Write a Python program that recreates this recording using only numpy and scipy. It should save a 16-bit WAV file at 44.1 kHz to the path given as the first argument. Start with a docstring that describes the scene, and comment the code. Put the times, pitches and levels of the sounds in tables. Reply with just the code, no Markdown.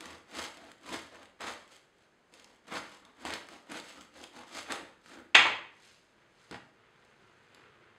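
"""A serrated knife saws through a crusty loaf on a wooden board in a bare, ringing kitchen with a quiet room tone.
Hard pushes come among light strokes: impulse noise gated by the teeth rasps, crackles and drums,
pitched breaks snap, and in light strokes the blade rubs with a hollow tone.
The knife then clatters down as a run of resonant impacts. The loaf is slid over the floury board with soft
friction noise, tips onto its base with dull thumps and crunching crumbs, and is slid again."""
import sys
import numpy as np
from scipy import signal
from scipy.io import wavfile

SR = 44100
rng = np.random.default_rng(int(sys.argv[2]) if len(sys.argv) > 2 else 0)


def output_pcm(signal):
    """Save a mono or channel-first signal as 16-bit PCM at the path in sys.argv[1].

    Samples are clipped to [-1, 1] before scaling.
    """
    pcm = np.clip(np.atleast_2d(signal).T, -1, 1) * 32767
    wavfile.write(sys.argv[1], SR, np.round(pcm).astype(np.int16))


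N = 351910
TIME = np.arange(N) / SR

# spectrum of breaking crust, for large pieces and small chips: frequency_hz, level_db
SNAP_COLOUR = [(300, -24.5), (1200, -5.5), (3000, -1.5), (4500, -2), (8000, -2.5), (11000, -14),
               (16000, -30.5)]
# light strokes, drawing back or easing through, levels before the layer trims:
# start_s, hold_s, rasp_db, drumming_db, crackle_db, rub_pitch_hz
PULLS = [(0.01, 0.13, -56, -56.5, -58.5, 1120), (0.58, 0.088, -58.5, -61, -63, 700),
         (0.876, 0.037, -50.5, -56, -51, 1040), (1.13, 0.1, -59, -65, -66, 620),
         (1.715, 0.033, -66.5, -74, -61, 1400), (1.99, .07, -81, -97, -76.5, 1390),
         (2.345, 0.061, -66, -68, -65, 518), (2.45, 0.086, -70.5, -72, -73.5, 860),
         (2.84, 0.094, -62, -83, -60.5, 1120), (3.04, .05, -65, -68, -79, 1070),
         (3.505, 0.05, -58, -59, -59, 690), (3.865, .04, -59, -71, -55, 2060),
         (3.96, 0.041, -60, -59.5, -60.5, 1280), (4.17, 0.062, -57.5, -59.5, -57.5, 604),
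         (4.365, 0.039, -54, -58, -57, 854), (4.79, 0.046, -57, -60, -72, 520),
         (5.065, .02, -66, -71, -61.5, 1390), (5.105, .035, -58, -62.5, -59.5, 1460),
         (5.167, .03, -60, -56, -73, 1440)]


def amp(db):
    """Level to amplitude: 20 dB is a factor of ten."""
    return 10 ** (np.asarray(db) / 20)


def unit(x):
    """Normalisation to a root-mean-square value of one."""
    return x / np.sqrt(np.mean(x ** 2) + 1e-20)


def read(points, hz):
    """Interpolation of a frequency-dependent quantity on a logarithmic frequency axis."""
    f, value = np.transpose(points)
    return np.interp(np.log(hz + 1), np.log(f + 1), value)


def add(mix, s, sound):
    """Superposition: a sound is summed into the mix from time s."""
    part = mix[max(round(s * SR), 0):][:len(sound)]
    part += sound[:len(part)]


def response(db_at, size=4096):
    """Minimum-phase impulse response: the Hilbert transform of the log gain yields a causal phase."""
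    hz = abs(np.fft.fftfreq(size, 1 / SR))
    log_gain = np.log(amp(np.maximum(db_at(hz), -100)))
    spectrum = np.exp(np.conj(signal.hilbert(log_gain)))
    return np.fft.ifft(spectrum).real[:size // 2]


def colour(x, points):
    """Minimum-phase filtering: shapes the spectrum without smearing attacks backwards."""
    return signal.oaconvolve(x, response(lambda hz: read(points, hz)))[:len(x)]


def resonate(x, hz, width):
    """Second-order resonance: gain one at its peak, set by centre frequency and bandwidth."""
    return signal.lfilter(*signal.iirpeak(hz, max(hz / width, 1), SR), x)


def wander(per_s):
    """Band-limited chance: random knots joined by straight lines, rms one."""
    knots = rng.standard_normal(8192)
    return unit(np.interp(TIME * per_s, np.arange(len(knots)), knots))


def clicks(per_s, spread_db, size=65536):
    """Impulse noise: random times and signs, levels spread exponentially in dB up or down from 0 dB."""
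    count = int(per_s * N / SR)
    at, height, sign = rng.random((size, 3))[:count].T
    strength = amp(spread_db * np.minimum(-np.log1p(-height), 4))
    return np.bincount((at * N).astype(int), strength * np.sign(sign - .5), N)


def burst(points, crumble_s, crumble, size=2048):
    """Fracture impulse: one sharp break, then exponentially decaying noise; spectrum shaped, peak one."""
    decay = np.exp(-np.arange(size) / SR / crumble_s)
    drive = crumble * rng.standard_normal(size) * decay
    drive[0] = 1
    sound = colour(drive, points) * np.linspace(1, 0, size)
    return sound / abs(sound).max()


def swell(s, hold_s, rise_db_per_s, fall_db_per_s):
    """Exponential envelope: a gentle movement rises, holds and dies away at constant dB per second."""
    before_s = np.maximum(s - TIME, 0)
    after_s = np.maximum(TIME - s - hold_s, 0)
    return amp(-rise_db_per_s * before_s - fall_db_per_s * after_s)


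def room_tone(level_db=-68):
    """Stationary background noise: white noise through a fixed spectrum."""
    # spectrum of the quiet room: frequency_hz, level_db
    tone_colour = [(15, -41), (25, -7), (137, -4.5), (222, -0.5), (283, -6), (342, 0.5), (729, -5),
                   (1320, -7), (1550, -5), (4100, -18), (5660, -20.5), (6310, -20), (8720, -27.5),
                   (15800, -45.5)]
    return amp(level_db) * unit(colour(rng.standard_normal(N), tone_colour))


def room(x, wet_db, gap_s=.002, build_s=0.0007):
    """Reverberation: direct sound, then dense reflections decaying at a frequency-dependent rate."""
    # time for a 60 dB decay, shortest in the treble: frequency_hz, decay_s
    decay_time = [(120, .68), (400, 0.55), (1000, 0.51), (2100, 0.52), (3000, .47), (7000, .4),
                  (14000, 0.38)]
    # initial spectrum of the reflections: frequency_hz, level_db
    wall_colour = [(60, 4), (300, -2), (1000, 1.5), (2500, 0), (5000, -0.5), (12000, -1)]
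    t = np.arange(SR) / SR
    taps = rng.choice([-1., 1.], SR) * (rng.random(SR) < .15)  # random reflections over one second
    hz, age, bands = signal.stft(taps, SR, nperseg=256)
    fall_db = read(wall_colour, hz)[:, None] - 60 * age / read(decay_time, hz)[:, None]
    tail = signal.istft(bands * amp(fall_db), SR, nperseg=256)[1][:SR]
    tail = tail * np.clip((t - gap_s) / build_s, 0, 1)
    paths = amp(wet_db) * tail / np.linalg.norm(tail)  # reflected energy relative to direct
    paths[0] += 1
    return signal.oaconvolve(x, paths)


def flakes(per_s, spread_db, sharpness=1.6, count=6):
    """Brittle fracture: flakes of several sizes break, each size ringing at its own broad resonance."""
    # spectrum of the crackling crust: frequency_hz, level_db
    crackle_colour = [(500, -32.5), (1500, -3.5), (2700, 0.5), (3700, 0.5), (5200, -1.5), (6400, -2.5),
                      (8000, -8), (10000, -13.5), (12500, -22.5), (16000, -38)]
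    out = np.zeros(N)
    for hz in np.geomspace(2000, 12000, count):
        breaks = clicks(per_s / count, spread_db, size=16384)
        out += unit(resonate(breaks, hz, hz / sharpness)) * np.sqrt(hz)
    return unit(colour(out, crackle_colour))


def handling(brush_db=-1):
    """Sliding friction: the loaf rubs over the floury board while fingers brush its crust."""
    # the hand moves the loaf, brushing before its trim: start_s, hold_s, slide_db, brush_db
    rubs = [(5.84, 0.058, -67, -62), (6.173, 0.074, -68.5, -81), (6.399, 0.12, -67, -68.5),
            (6.818, .14, -66, -93.5), (7.004, 0.53, -67, -77), (7.536, 0.12, -61.5, -78),
            (7.72, 0.29, -65, -88)]
    # spectrum of loaf sliding on board: frequency_hz, level_db
    slide_colour = [(35, -36), (60, -32), (90, -2), (140, 4), (180, -12), (400, 0.5), (720, -10),
                    (1470, -2), (3200, -11.5), (5100, -24), (8000, -38), (14000, -76)]
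    gains = [amp(levels_db)[:, None] * swell(s, hold_s, rise_db_per_s=130, fall_db_per_s=80)
             for s, hold_s, *levels_db in rubs]
    slide, brush = np.max(gains, axis=0)
    rub = unit(colour(clicks(per_s=4300, spread_db=4.5), slide_colour))
    return slide * rub + amp(brush_db) * brush * flakes(per_s=5000, spread_db=4.5)


def loaf_down():
    """Soft-body impact: the loaf rocks onto its base with dull thumps and crunches crumbs under it."""
    # contacts of the tipping loaf: start_s, thump_db, crunch_db
    drops = [(6.5113, -36, -39.5), (6.525, -41, -37.5), (6.543, -46, -33.5), (6.557, -42.5, -38)]
    # spectrum of the whole loaf on the board: frequency_hz, level_db
    loaf_colour = [(25, -44), (50, -28), (100, 1), (180, -0.5), (330, 7), (600, -9), (1300, -16),
                   (2400, -27), (6000, -70)]
    # spectrum of crumbs under the loaf: frequency_hz, level_db
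    crunch_colour = [(100, -26.5), (700, 1.5), (1900, 2), (2500, -3.5), (3200, -5.5), (4500, -9.5),
                     (6000, -14.5), (8300, -23.5), (16000, -49)]
    out = np.zeros(N)
    for s, thump_db, crunch_db in drops:
        add(out, s, amp(thump_db) * burst(loaf_colour, crumble_s=0.008, crumble=0.17))
        add(out, s, amp(crunch_db) * burst(crunch_colour, crumble_s=0.016, crumble=0.57))
    return out


def knife_down(wet_db=-1.5):
    """Modal impact: handle and blade strike in quick succession, each contact with its own echoes."""
    # contacts of the knife: start_s, clack_energy_db, thud_energy_db
    knocks = [(5.346, -3.5, -16), (5.3494, 8, -10), (5.3513, 6, -3.5), (5.3525, 12, -6.5),
              (5.356, 10, -1.5), (5.36, 1.5, -8), (5.3675, 2, -9.5), (5.396, -4, -8), (5.454, -11, -4.5),
              (5.469, -4.5, -9)]
    # resonances of knife on wood: frequency_hz, width_hz, level_db
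    knife_modes = [(1342.5, 70, 2.5), (1954, 19, 2), (2070, 52, -5), (2240, 58, 0), (2524, 22, 0.5),
                   (2680, 80, -9), (2780, 75, -7.5), (3260, 350, -9), (6450, 350, -2.5)]
    # spectrum of the clack, before the resonances: frequency_hz, level_db
    clack_colour = [(25, -75.5), (60, -41.5), (100, -22), (155, -27), (240, -19.5), (310, -17.5),
                    (560, -16), (900, -8.5), (1400, -5), (2000, -1.5), (2450, 1.5), (4000, -6.5),
                    (5500, -18.5), (7400, -22), (11000, -43.5), (16000, -68)]
    # spectrum of the handle's thud: frequency_hz, level_db
    handle_colour = [(40, -55), (110, -13), (160, -24), (300, -4), (390, -7), (500, -2), (750, -2.5),
                     (1000, 3.5), (1400, -2), (3000, -26), (8000, -64)]
    out = np.zeros(N)
    for s, clack_db, thud_db in knocks:
        clack = burst(clack_colour, crumble_s=.0016, crumble=0.25)
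        clack = clack + sum(amp(db) * resonate(clack, hz, width) for hz, width, db in knife_modes)
        thud = burst(handle_colour, crumble_s=0.0064, crumble=0.083)
        blow = amp(clack_db) * clack / np.linalg.norm(clack)
        blow = blow + amp(thud_db) * thud / np.linalg.norm(thud)
        add(out, s, room(blow, wet_db))
    return out


def pull(s, hold_s):
    """Exponential envelope of a light stroke: a steep rise and a slower fall."""
    return swell(s, hold_s, rise_db_per_s=331, fall_db_per_s=197)


def blade_rub(rub_db=-4, sharpness=3.0):
    """Resonant friction: the flat of the blade rubs in the cut, two equal resonances giving a hollow pitch."""
    slips, out = clicks(per_s=2500, spread_db=2.5), np.zeros(N)
    for s, hold_s, rasp_db, _, _, hz in PULLS:
        hollow = resonate(resonate(slips, hz, hz / sharpness), hz, hz / sharpness)
        out += amp(rasp_db + rub_db) * pull(s, hold_s) * unit(hollow)
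    return out


def snaps(ring_db=6, ring_width_hz=900):
    """Brittle fracture with recoil: each large piece of crust rings at its own pitch and jolts the board."""
    # large pieces snapping, thump relative to the snap: start_s, level_db, thump_db, pitch_hz
    pieces = [(0.0074, -30.5, -10, 2040), (0.057, -34.5, -27, 1540), (0.1134, -53.5, -7, 1710),
              (0.298, -56, 6, 1580), (0.5714, -39, -17, 2040), (0.7163, -39, -16, 1700),
              (1.256, -45.5, -11, 2220), (1.4074, -35.5, -2, 1480), (2.3387, -42.5, -16, 2150),
              (2.398, -43, -24, 3470), (2.444, -42, -28, 5470), (2.6813, -41.5, -11, 2090),
              (2.723, -37, 6, 1780), (2.7566, -32, -4, 1820), (3.051, -45, -9, 3400),
              (3.2519, -29.5, 2, 2250), (3.3053, -30, -27, 2050), (3.3374, -23, -17, 3670),
              (3.4872, -38.5, -7, 1750), (3.699, -44, -4, 1616), (3.7853, -41, -2, 1530),
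              (3.718, -31.5, -27, 1970), (3.7992, -34, -8, 3560), (4.239, -34.5, -22, 3320),
              (4.7216, -20, -19, 2720), (5.0601, -48, 3, 2100), (5.0954, -45, -2.5, 2080),
              (6.5118, -35, -20, 4000), (7.0494, -51.5, -11, 1528), (7.547, -43.5, -10, 4500)]
    # spectrum of the thump into the board: frequency_hz, level_db
    thump_colour = [(25, -59.5), (50, -22), (90, -8), (170, -9), (300, -2.5), (600, -6), (1300, -5.5),
                    (2500, -17), (6000, -43)]
    out = np.zeros(N)
    for s, level_db, thump_db, hz in pieces:
        crack = burst(SNAP_COLOUR, crumble_s=0.0022, crumble=0.43)
        crack = crack + amp(ring_db) * resonate(crack, hz, ring_width_hz)
        thump = burst(thump_colour, crumble_s=.002, crumble=0.19)
        add(out, s, amp(level_db) * (crack / abs(crack).max() + amp(thump_db) * thump))
    return out


def chips(crackle, per_s=40, spread_db=2.5, chip_db=-36, follow=.75):
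    """Random fracture: small chips fly off, stronger as the blade makes the crust crackle harder."""
    breaks = clicks(per_s, spread_db, size=2048) * (crackle / crackle.max()) ** follow
    chip = burst(SNAP_COLOUR, crumble_s=.002, crumble=.25)
    return amp(chip_db) * signal.oaconvolve(breaks, chip)[:N]


def push(s, run_up_s, bite_s, hold_s, change_db, trail_db_per_s):
    """Piecewise envelope of a hard push: the blade skids, bites, holds, lets go and trails off."""
    run_up_db, skid_db = -22, -12.5  # at the start and end of the run-up
    let_go_s, let_go_db = 0.036, -16
    age = TIME - s
    early = np.maximum(-age - bite_s, 0) / run_up_s
    approach_db = skid_db + (run_up_db - skid_db) * early ** 2
    onset_db = approach_db * np.clip(-age / bite_s, 0, 1)
    hold_db = change_db * (np.clip(age / hold_s, 0, 1) - .5)
    release_db = let_go_db * np.clip((age - hold_s) / let_go_s, 0, 1)
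    trail_db = -trail_db_per_s * np.maximum(age - hold_s - let_go_s, 0)
    return amp(onset_db + hold_db + release_db + trail_db)


def strokes():
    """Masking of envelopes: the strongest stroke at each instant sets rasp, drumming and crackle."""
    # hard pushes, start_s when the teeth bite fully, levels before the layer trims:
    # start_s, run_up_s, bite_s, hold_s, rasp_db, drumming_db, crackle_db
    pushes = [(0.366, 0.034, .05, 0.083, -45, -52.5, -45), (0.924, .07, 0.036, 0.044, -43, -46.5, -43.5),
              (1.413, 0.011, .01, .092, -42.5, -53, -46.5), (2.724, .04, 0.016, 0.048, -39.5, -49, -46),
              (3.254, .07, .005, .095, -43, -49, -47.5), (3.725, 0.029, .035, .048, -46, -50.5, -49.5),
              (4.556, 0.041, 0.062, 0.04, -47, -56.5, -45.5), (4.706, .03, 0.034, 0.038, -38.5, -51, -47)]
    # the loaf is jolted first and settles while more and more crust gives way;
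    # rows rasp, drumming, crackle: lag_s, change_over_hold_db, trail_db_per_s
    push_layers = [(0, 0.5, 111), (-.003, -2, 104), (.004, 2.5, 130.5)]
    out = np.zeros((3, N))
    for s, run_up_s, bite_s, hold_s, *levels_db in pushes:
        shapes = [push(s + lag_s, run_up_s, bite_s, hold_s, change_db, trail)
                  for lag_s, change_db, trail in push_layers]
        out = np.maximum(out, amp(levels_db)[:, None] * shapes)
    for s, hold_s, *levels_db, _ in PULLS:
        out = np.maximum(out, amp(levels_db)[:, None] * pull(s, hold_s))
    return out


def sawing(full_teeth_per_s=230, unevenness=.3, catch_db=-0.5, clump_db=2.0, rasp_trim_db=0.5,
           crackle_trim_db=-0.9, boom_hz=305, boom_width_hz=55, boom_db=-47):
    """Stick-slip: teeth catch the crust in turn, faster in a strong stroke, and modulate the fractures."""
    # spectrum of teeth dragging through the loaf: frequency_hz, level_db
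    rasp_colour = [(100, -33.5), (350, -5.5), (550, 0.5), (780, -0.5), (1000, -1), (1300, 0.5),
                   (1600, -1.5), (2000, -1.5), (2600, -8.5), (3600, -9), (5000, -21.5), (9000, -35.5),
                   (16000, -55.5)]
    # spectrum of loaf and board drumming: frequency_hz, level_db
    thrum_colour = [(30, -39.5), (55, -26.5), (85, -8), (140, -19), (185, -5.5), (220, -7), (260, -1.5),
                    (330, -0.5), (370, -6.5), (420, -9.5), (480, -7.5), (650, -15.5), (1500, -47.5)]
    bite, press, crackle = strokes()
    speed = (bite / bite.max()) ** .25 * np.exp(unevenness * wander(per_s=83))
    teeth = np.cos(2 * np.pi * np.cumsum(full_teeth_per_s * speed) / SR)
    grip = unit(amp(catch_db * teeth + clump_db * wander(per_s=140)))
    thrum = unit(colour(grip * clicks(per_s=2600, spread_db=2.5), thrum_colour))
    hardness = (press / press.max()) ** 2.4  # hard pushes dominate the boom of the loaf
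    boom = unit(resonate(thrum, boom_hz, boom_width_hz)) * hardness
    rasp = unit(colour(grip * clicks(per_s=2200, spread_db=2.0), rasp_colour))
    crust = grip * flakes(per_s=4300, spread_db=-1.5)
    low = press * thrum + amp(boom_db) * boom
    high = amp(rasp_trim_db) * bite * rasp + amp(crackle_trim_db) * crackle * crust
    return low + high + chips(crackle)


def scene():
    """Superposition of sources: bread and knife, each with its own reverberation, over room tone."""
    loaf = sawing() + blade_rub() + snaps() + handling() + loaf_down()
    bread = room(loaf, wet_db=-5.5)[:N]
    return (bread + knife_down() + room_tone())[None]


def record(dry, edge_hz=15850, ceiling=.95):
    """Transduction: the microphone's dips, soft saturation of the highest peaks, then a low-pass limit."""
    # narrow dips in the microphone's response: frequency_hz, width_hz, depth_db
    mic_dips = [(5684, 310, -11), (6900, 90, -11)]
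    mic = response(lambda f: sum(db / (1 + (2 * (f - hz) / width) ** 2) for hz, width, db in mic_dips))
    heard = signal.oaconvolve(dry, mic[None])[:, :N]
    heard = heard / (1 + (heard / ceiling) ** 6) ** (1 / 6)
    low_pass = signal.firwin(511, edge_hz, window=("kaiser", 9), fs=SR)
    return signal.oaconvolve(heard, low_pass[None], "same")


dry = scene()
out = record(dry)
output_pcm(out)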